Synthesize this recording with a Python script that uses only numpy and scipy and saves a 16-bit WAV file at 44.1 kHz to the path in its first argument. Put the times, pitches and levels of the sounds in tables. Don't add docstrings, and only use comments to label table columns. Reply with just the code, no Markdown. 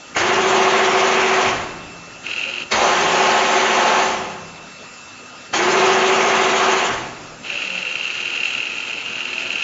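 import sys
import numpy as np
from scipy import signal
from scipy.fft import rfft, irfft
from scipy.io import wavfile
from scipy.ndimage import uniform_filter1d, map_coordinates

SR = 44100
rng = np.random.default_rng(int(sys.argv[2]) if len(sys.argv) > 2 else 0)


def gain_from_db(level_db):
    decades = np.asarray(level_db, float) / 20
    return 10 ** decades


def transcribe(signal):
    frames = np.atleast_2d(signal).T
    limited = np.clip(frames, -1, 1)
    pcm = np.round(limited * 32767).astype(np.int16)
    wavfile.write(sys.argv[1], SR, pcm)


N = 424683
T = np.arange(N) / SR
TOP_HZ = 7570


def unit(x):
    return x / np.sqrt(np.mean(x ** 2) + 1e-20)


def along(points, hz):
    f, v = np.transpose(points)
    return np.interp(np.log(hz + 1), np.log(f + 1), v)


def curves(rows):
    s, *cols = np.transpose(rows)
    gate = uniform_filter1d(1. * ((T > s[0]) & (T < s[-1])), size=400)
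    return [gate] + [np.interp(T, s, c) for c in cols]


def wobble(rate):
    return map_coordinates(rng.standard_normal(int(N * rate / SR) + 4), [T * rate])


def coloured(x, spectrum):
    m = 8192
    cep = irfft(np.log(gain_from_db(along(spectrum, np.fft.rfftfreq(m, 1 / SR))) + 1e-6), m)
    cep[1:m // 2] *= 2
    cep[m // 2 + 1:] = 0
    return signal.fftconvolve(x, irfft(np.exp(rfft(cep)), m))[:N]


def rush(spectrum, patchy_db):
    z = signal.stft(rng.standard_normal(N), nperseg=512)[2]
    field = uniform_filter1d(rng.standard_normal(z.shape), size=6, axis=0)
    field = uniform_filter1d(field, size=9, axis=1)
    patchy = signal.istft(z * gain_from_db(patchy_db * unit(field)), nperseg=512)[1][:N]
    return unit(coloured(patchy, spectrum))


def tones(lines, unsteady_db):
    return sum(gain_from_db(db + 0.5 + unsteady_db * wobble(5.4)) * np.sin(2 * np.pi * hz * T) for hz, db in lines)


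# frequency in Hz, density in dB per Hz.
MURMUR = [(12, -50.5), (20, -26.5), (103, -4), (245, -1.5), (373, -4.5), (569, -2.5), (1140, -6.5),
          (1260, -1), (1530, -5.5), (2340, -8.5), (2650, -3.5), (2850, -7), (3150, -10.5), (6150, -11),
          (7500, -11), (9750, -46), (16500, -120)]
# frequency in Hz, level in dB.
FAR_LINES = [(247.6, -57), (948, -60), (1237, -51), (1389, -53), (2628, -58)]
# time in seconds, level in dB.
HOLDING_DRIVE = [(0, -49), (.2, -57), (1.8, -45.5), (2.6, -47.5), (4.5, -47.5), (5.5, -49), (7, -51.5),
                 (7.3, -60), (9.64, -54.5)]
MURMUR_DB, SERVO_HZ = -37, 2668.5


def machines():
    servo_db = curves(HOLDING_DRIVE)[1] + 4.5 + .7 * wobble(2.5)
    servo = gain_from_db(servo_db) * np.sin(2 * np.pi * SERVO_HZ * T)
    murmur = gain_from_db(MURMUR_DB - 2.5) * rush(MURMUR, patchy_db=1.96)
    return murmur + tones(FAR_LINES, unsteady_db=2.0) + servo


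# frequency in Hz, t60 in seconds.
HALL_DECAY = [(100, 2.1), (500, 1.26), (2000, 0.73), (7000, 0.27)]


def hall(x):
    hz, t, z = signal.stft(rng.standard_normal(2 * SR), SR, nperseg=256)
    decay = gain_from_db(-60 * t / along(HALL_DECAY, hz)[:, None])
    tail = signal.istft(z * decay, SR, nperseg=256)[1]
    return signal.fftconvolve(x, tail / np.linalg.norm(tail))[:N]


# start in seconds, peak in dB, frequency in Hz, rise in seconds, t60 in seconds.
FRAME_KNOCKS = [(.149, -24, 2200, .002, .06), (.165, -14, 1500, .003, .05), (.166, -22, 6500, .002, .04),
                (1.5, -28, 290, .03, .8), (1.5, -35, 170, .04, 2), (2.711, -26, 1800, .003, .04),
                (2.719, -17, 3780, .003, .06), (2.715, -25, 220, .01, .4), (2.72, -20, 580, .02, .6),
                (2.8, -28, 165, .04, 1.2), (4.05, -35, 165, .05, 1.5), (4.1, -38, 200, .05, 1.5),
                (5.53, -25, 1300, .003, .06), (5.537, -19, 2800, .003, .04), (6.86, -31, 290, .03, .7),
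                (6.85, -36, 160, .03, 1.)]


def knocks():
    out, t = np.zeros(N + 2 * SR), np.arange(SR) / SR
    for s, db, hz, rise, t60 in FRAME_KNOCKS:
        rough = 1 + .45 * map_coordinates(rng.standard_normal(SR), [t * hz / 6])
        envelope = gain_from_db(db - 60 * t / t60) * (1 - np.exp(-t / rise))
        out[round(s * SR):][:SR] += envelope * rough * np.sin(2 * np.pi * hz * t)
    return out[:N]


# time in seconds, load on the screw in dB.
TRAVELS = [
    [(2.225, -38), (2.259, -30.5), (2.267, -24.5), (2.277, -30.5), (2.321, -26), (2.633, -28), (2.64, -36)],
    [(7.42, -49), (7.45, -26.5), (7.57, -26), (8.01, -26.5), (8.48, -24.5), (8.85, -29), (9.63, -25.5)],
]
# time in seconds, peak in dB.
HARD_TICKS = [(2.2653, -14), (2.3126, -13), (2.3346, -12), (2.3614, -12), (2.4369, -11), (2.5371, -15),
              (2.581, -13), (7.5009, -14), (7.5258, -14), (7.5552, -15), (7.7772, -11), (7.8276, -14),
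              (7.8511, -12), (7.9548, -10), (8.0531, -14), (8.1289, -17), (8.2551, -13), (8.3025, -12),
              (8.337, -13), (8.3759, -12), (8.4322, -11), (8.4542, -11), (8.55, -12), (8.6532, -14),
              (8.8029, -16), (9.1805, -13), (9.2539, -15), (9.3801, -12), (9.5043, -13), (9.5557, -12)]
FIRST_SCREW_TICK_S = 2.2635, 7.5024
SCREW_HZ, BALLS_HZ, RETURN_HZ = 39.9, 51, 68.8
SCREW_DB, BALLS_DB, RETURN_DB, SPREAD_DB = 8, 7, 5, 2.3
SCREW_SCATTER, BALLS_SCATTER = .03, .25


def tick_list():
    found = [(s + .0015, db + 1) for s, db in HARD_TICKS]
    hard_s = np.array(HARD_TICKS)[:, 0]
    trains = [(SCREW_HZ, SCREW_DB, SCREW_SCATTER), (BALLS_HZ, BALLS_DB, BALLS_SCATTER),
              (RETURN_HZ, RETURN_DB, BALLS_SCATTER)]
    for rows, first in zip(TRAVELS, FIRST_SCREW_TICK_S):
        s, load_db = np.transpose(rows)
        for hz, over_db, scatter in trains:
            chance = rng.standard_normal((160, 2))
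            times = first + (np.arange(len(chance)) + scatter * chance[:, 0]) / hz
            clear = abs(times[:, None] - hard_s).min(axis=1) > .011
            free = (times < s[-1]) & clear
            peaks_db = np.interp(times, s, load_db) + over_db + SPREAD_DB * chance[:, 1]
            found += list(zip(times[free], peaks_db[free]))
    return found


# frequency in Hz, density in dB per Hz.
RAIL_RING = [(900, -42.5), (1400, -10), (1580, -16.5), (2250, -13.5), (2350, -14), (2480, -4.5), (2710, -2),
             (3270, -12.5), (3450, -20.5), (4080, -16), (4400, -20), (5600, -26), (6800, -21),
             (7600, -33.5)]
# frequency in Hz, level in dB.
RAIL_MODES = [(2250, -14), (2480, -7), (2712, 0), (3060, -11), (4055, -18)]
# frequency in Hz, density in dB per Hz.
MOTOR_HOUSING = [(150, -47), (230, -11), (400, -12.5), (600, -11), (900, -13.5), (1150, -15.5), (1600, -54)]
# frequency in Hz, level in dB.
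MOTOR_LINES = [(360.4, -51), (449.6, -52), (480.6, -56), (869, -55), (899, -56), (1278.2, -52),
               (1358.7, -50), (1478.6, -49), (1578.2, -55)]
# start in seconds, length in seconds, first Hz, last Hz, peak in dB.
MOTOR_GROANS = [
    (2.426, 0.12, 528, 562, -35),
    (7.49, 0.1, 570, 583, -36),
    (7.646, 0.18, 545, 517, -36.5),
    (7.837, .1, 514, 496, -41),
    (7.597, 0.28, 188, 181, -40),
    (9.1, 0.24, 553, 558, -47),
    (9.27, 0.32, 650, 656, -42),
    (9.35, 0.19, 257, 262, -42),
]
TICK_MS, SLIDE_ATTACK_S, HOUSING_DB = 2.3, .015, -44


def slide():
    ticks, shake, scrape, hum = np.zeros(N + SR), np.zeros(N + SR), np.zeros(N), np.zeros(N)
    t = np.arange(-400, 400) / SR
    contacts = rng.standard_normal(N) * (rng.random(N) < .3) * gain_from_db(1.5 * wobble(90))
    chatter = unit(coloured(contacts, RAIL_RING))
    motor = rush(MOTOR_HOUSING, patchy_db=1.5)
    orders = tones(MOTOR_LINES, unsteady_db=4.5)
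    for (s, db), (long, *spins) in zip(tick_list(), rng.random((500, 6))):
        width_s = .00075 * TICK_MS * (.6 + long) * (1 + .3 * np.sign(t))
        swell = gain_from_db(db) * np.exp(-(t / width_s) ** 2)
        ring = sum(gain_from_db(ring_db - 2.0) * np.sin(2 * np.pi * (hz * t + spin))
                   for (hz, ring_db), spin in zip(RAIL_MODES, spins))
        start = round(s * SR) + round(t[0] * SR)
        ticks[start:][:len(t)] += swell * ring
        shake[start:][:len(t)] += swell
    for rows in TRAVELS:
        gate, db = curves(rows)
        gate = gate * np.clip((T - rows[0][0]) / SLIDE_ATTACK_S, 0, 1)
        scrape += gate * gain_from_db(db - 2.5) * chatter
        hum += gate * (gain_from_db(HOUSING_DB) * motor + orders)
    for s, length, from_hz, to_hz, db in MOTOR_GROANS:
        share = np.clip((T - s) / length, 0, 1)
        cycles = np.cumsum(from_hz + (to_hz - from_hz) * share) / SR
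        hum += gain_from_db(db) * np.sin(np.pi * share) ** 2 * np.sin(2 * np.pi * cycles)
    whole_rail = coloured(shake[:N] * contacts, RAIL_RING)
    return scrape + hum + gain_from_db(-1.5) * ticks[:N] + gain_from_db(-2) * whole_rail


# frequency in Hz, level in dB.
WEAK_ORDERS = [(60, -83.5), (130, -58.5), (170, -47), (300, -58.5), (420, -42), (800, -42), (1400, -53),
               (2000, -56), (3000, -50.5), (4000, -62), (7500, -66)]
SHAFT_HZ, TOOTH_ORDER = 14.021, 27


def one_turn(strong):
    order = np.arange(4097)
    hz = order * SHAFT_HZ
    size = gain_from_db(along(WEAK_ORDERS, hz)) * rng.rayleigh(.7, len(order)) * (hz < TOP_HZ)
    for k, db in strong:
        size[round(k)] = gain_from_db(db)
    beside = order - TOOTH_ORDER
    phase = np.where(abs(beside) < 2, -.8 * beside ** 2, 2 * np.pi * rng.random(len(order)))
    phase[49:54] = 0
    return irfft(size * np.exp(1j * phase)) * len(order) * np.sqrt(2)


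LEAK_DB, LEAK_RISE_DB, BLAST_RISE_S = -22.5, 14.5, .004
SURGE_DB, SURGE_S, SURGE_HISS_DB = 5, .022, 2
BLEED_DB, BLEED_DB_PER_S, BLEED_HISS_DB = -23, 31.5, 2
RUMBLE_DB, JOLT_DB, JOLT_S, THUD_S = -57, -35.5, .04, .078


def air_supply(valve, blast, late, braked, brake_db, thud_db):
    after = np.maximum(T - blast, 0)
    opened = np.interp(T, [valve, blast - BLAST_RISE_S, blast], [LEAK_DB, LEAK_DB + LEAK_RISE_DB, 0])
    surge = np.exp(-after / SURGE_S)
    flow = (T > valve) * gain_from_db(opened + SURGE_DB * surge)
    fall = gain_from_db(-brake_db * braked)
    bleed = gain_from_db(BLEED_DB - BLEED_DB_PER_S * braked)
    drive = flow * (fall + bleed)
    jet = flow * gain_from_db(SURGE_HISS_DB * surge) * (fall + gain_from_db(BLEED_HISS_DB) * bleed)
    jolt = (T > blast) * gain_from_db(JOLT_DB) * np.exp(-after / JOLT_S)
    thud = gain_from_db(thud_db) * np.exp(-((late - THUD_S) / THUD_S) ** 2)
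    return drive, jet, gain_from_db(RUMBLE_DB) * drive + jolt + thud


# valve opens in seconds, air blast in seconds, steady roar in dB,
# exhaust hiss in dB re roar.
GEAR_RUNS = [
    (.146, .166, -16, -12),
    (2.706, 2.719, -16, -10.5),
    (5.526, 5.538, -16, -11.5),
]
# direction (0 forward, 1 back), angle in turns,
# once-a-turn hiss depth from 0 to 1, easing of the tooth tone in dB per second.
SHAFT_RUNS = [
    (0, .55, .27, 7),
    (1, -.07, .06, -1),
    (0, .29, .27, 6),
]
# teeth mesh within seconds, held seconds,
# braking in dB per second, brake thud in dB.
BRAKING = [
    (0.065, 1.33, 95, -40.5),
    (0.039, 1.352, 79, -39.5),
    (0.043, 1.326, 91.5, -37.5),
]
# multiple of the shaft rate, level in dB.
FORWARD_ORDERS = [(16, -37.3), (24, -42.2), (25, -39.2), (26, -35.7), (27, -24.3), (28, -35.2), (29, -36.9),
                  (36, -34.5), (46, -37.2), (49, -36.7), (50, -33.3), (51, -35.0), (52, -37.0), (53, -31.5),
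                  (61, -37.8), (62, -36.2), (64, -31.5), (65, -36.3), (71, -37.7), (75, -36.0), (78, -32.3),
                  (79, -37.9), (88, -37.1), (89, -35.2), (94, -35.9), (95, -39.4), (113, -40.4),
                  (117, -42.2)]
BACK_ORDERS = [(16, -38.9), (26, -33.5), (27, -32.5), (28, -37.6), (37, -35.3), (39, -34.8), (49, -33.5),
               (50, -37.1), (51, -31.8), (52, -31.6), (54, -34.1), (56, -36.2), (57, -35.2), (60, -28.4),
               (62, -30.2), (64, -32.0), (65, -33.6), (75, -37.2), (76, -31.5), (77, -32.2), (79, -36.0),
               (88, -34.3), (92, -35.7), (93, -39.3), (95, -38.2), (105, -38.4), (110, -39.5), (126, -41.4)]
# frequency in Hz, density in dB per Hz.
AIR_ROAR = [(60, -77), (100, -40), (200, -16), (310, -16), (380, -6), (450, -13), (700, -11), (1070, -8),
            (1400, -9), (2870, -12), (3300, -20), (3500, -29), (4700, -42), (7900, -120)]
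EXHAUST_HISS = [(1880, -34), (3200, 4), (3510, 0.5), (4060, 0.5), (5310, -3), (6340, 1.5), (7240, -1.5),
                (7500, -12.5), (9750, -44), (16500, -120)]
FRAME_RUMBLE = [(15, -34), (30, -12), (60, -12.5), (100, -10.5), (130, -10), (200, -63)]
MESH_ORDERS = 32
KNEE_S, COAST_DB_PER_S = .044, 14.5
UNMESHED_DB, TEETH_DB, MESH_DB = -26, -.8, .3


def gears():
    patterns = one_turn(FORWARD_ORDERS), one_turn(BACK_ORDERS)
    roar, hiss = rush(AIR_ROAR, patchy_db=1.5), rush(EXHAUST_HISS, patchy_db=2.0)
    rumble = rush(FRAME_RUMBLE, patchy_db=6.0)
    air, teeth, wander = np.zeros(N), np.zeros(N), wobble(3)
    clatter_db = 1.2 * wobble(11)
    load_db = 1.2 * wobble(7)
    for run, shaft, braking in zip(GEAR_RUNS, SHAFT_RUNS, BRAKING):
        valve, blast, roar_db, hiss_db = run
        way, angle, depth, ease_db = shaft
        mesh_s, held_s, brake_db, thud_db = braking
        since, after = np.maximum(T - valve, 0), np.maximum(T - blast, 0)
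        late = T - blast - held_s
        braked = KNEE_S * np.logaddexp(0, late / KNEE_S)
        drive, jet, frame = air_supply(valve, blast, late, braked, brake_db, thud_db)

        turns = angle + SHAFT_HZ * (T + .018 * np.exp(-since / .07)) + .0015 * wander
        pattern = patterns[round(way)]
        mesh = irfft(rfft(pattern)[:MESH_ORDERS], len(pattern))
        place = [turns % 1 * len(pattern)]
        low = map_coordinates(mesh, place, order=1, mode="grid-wrap")
        high = map_coordinates(pattern - mesh, place, order=1, mode="grid-wrap")
        turn = gain_from_db(MESH_DB - ease_db * (after - held_s / 2)) * low + gain_from_db(clatter_db) * high
        unmeshed_db = UNMESHED_DB * np.exp(-after / mesh_s)
        teeth += drive * gain_from_db(TEETH_DB + unmeshed_db - COAST_DB_PER_S * braked + load_db) * turn

        puff = 1 + depth * np.cos(2 * np.pi * (turns - .5))
        exhaust = gain_from_db(hiss_db - 1.5) * jet * puff * hiss
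        air += gain_from_db(roar_db) * (gain_from_db(-4.5) * drive * roar + exhaust) + frame * rumble
    return air, teeth


def scene():
    (air, teeth), feed = gears(), slide()
    air = air + knocks()
    echo = hall(gain_from_db(-8) * air + gain_from_db(-16) * teeth + gain_from_db(-13) * feed)
    mono = air + teeth + feed + echo + machines()
    return np.array([mono, mono])


def roll_off(x):
    return signal.sosfilt(signal.butter(12, 8420, fs=SR, output="sos"), x)


def record(dry):
    soft = dry / (1 + abs(dry / 1.8) ** 4) ** (1 / 4)
    narrow = irfft(rfft(soft) * (np.fft.rfftfreq(N, 1 / SR) < TOP_HZ), N)
    return roll_off(narrow)


dry = scene()
out = record(dry)
transcribe(out)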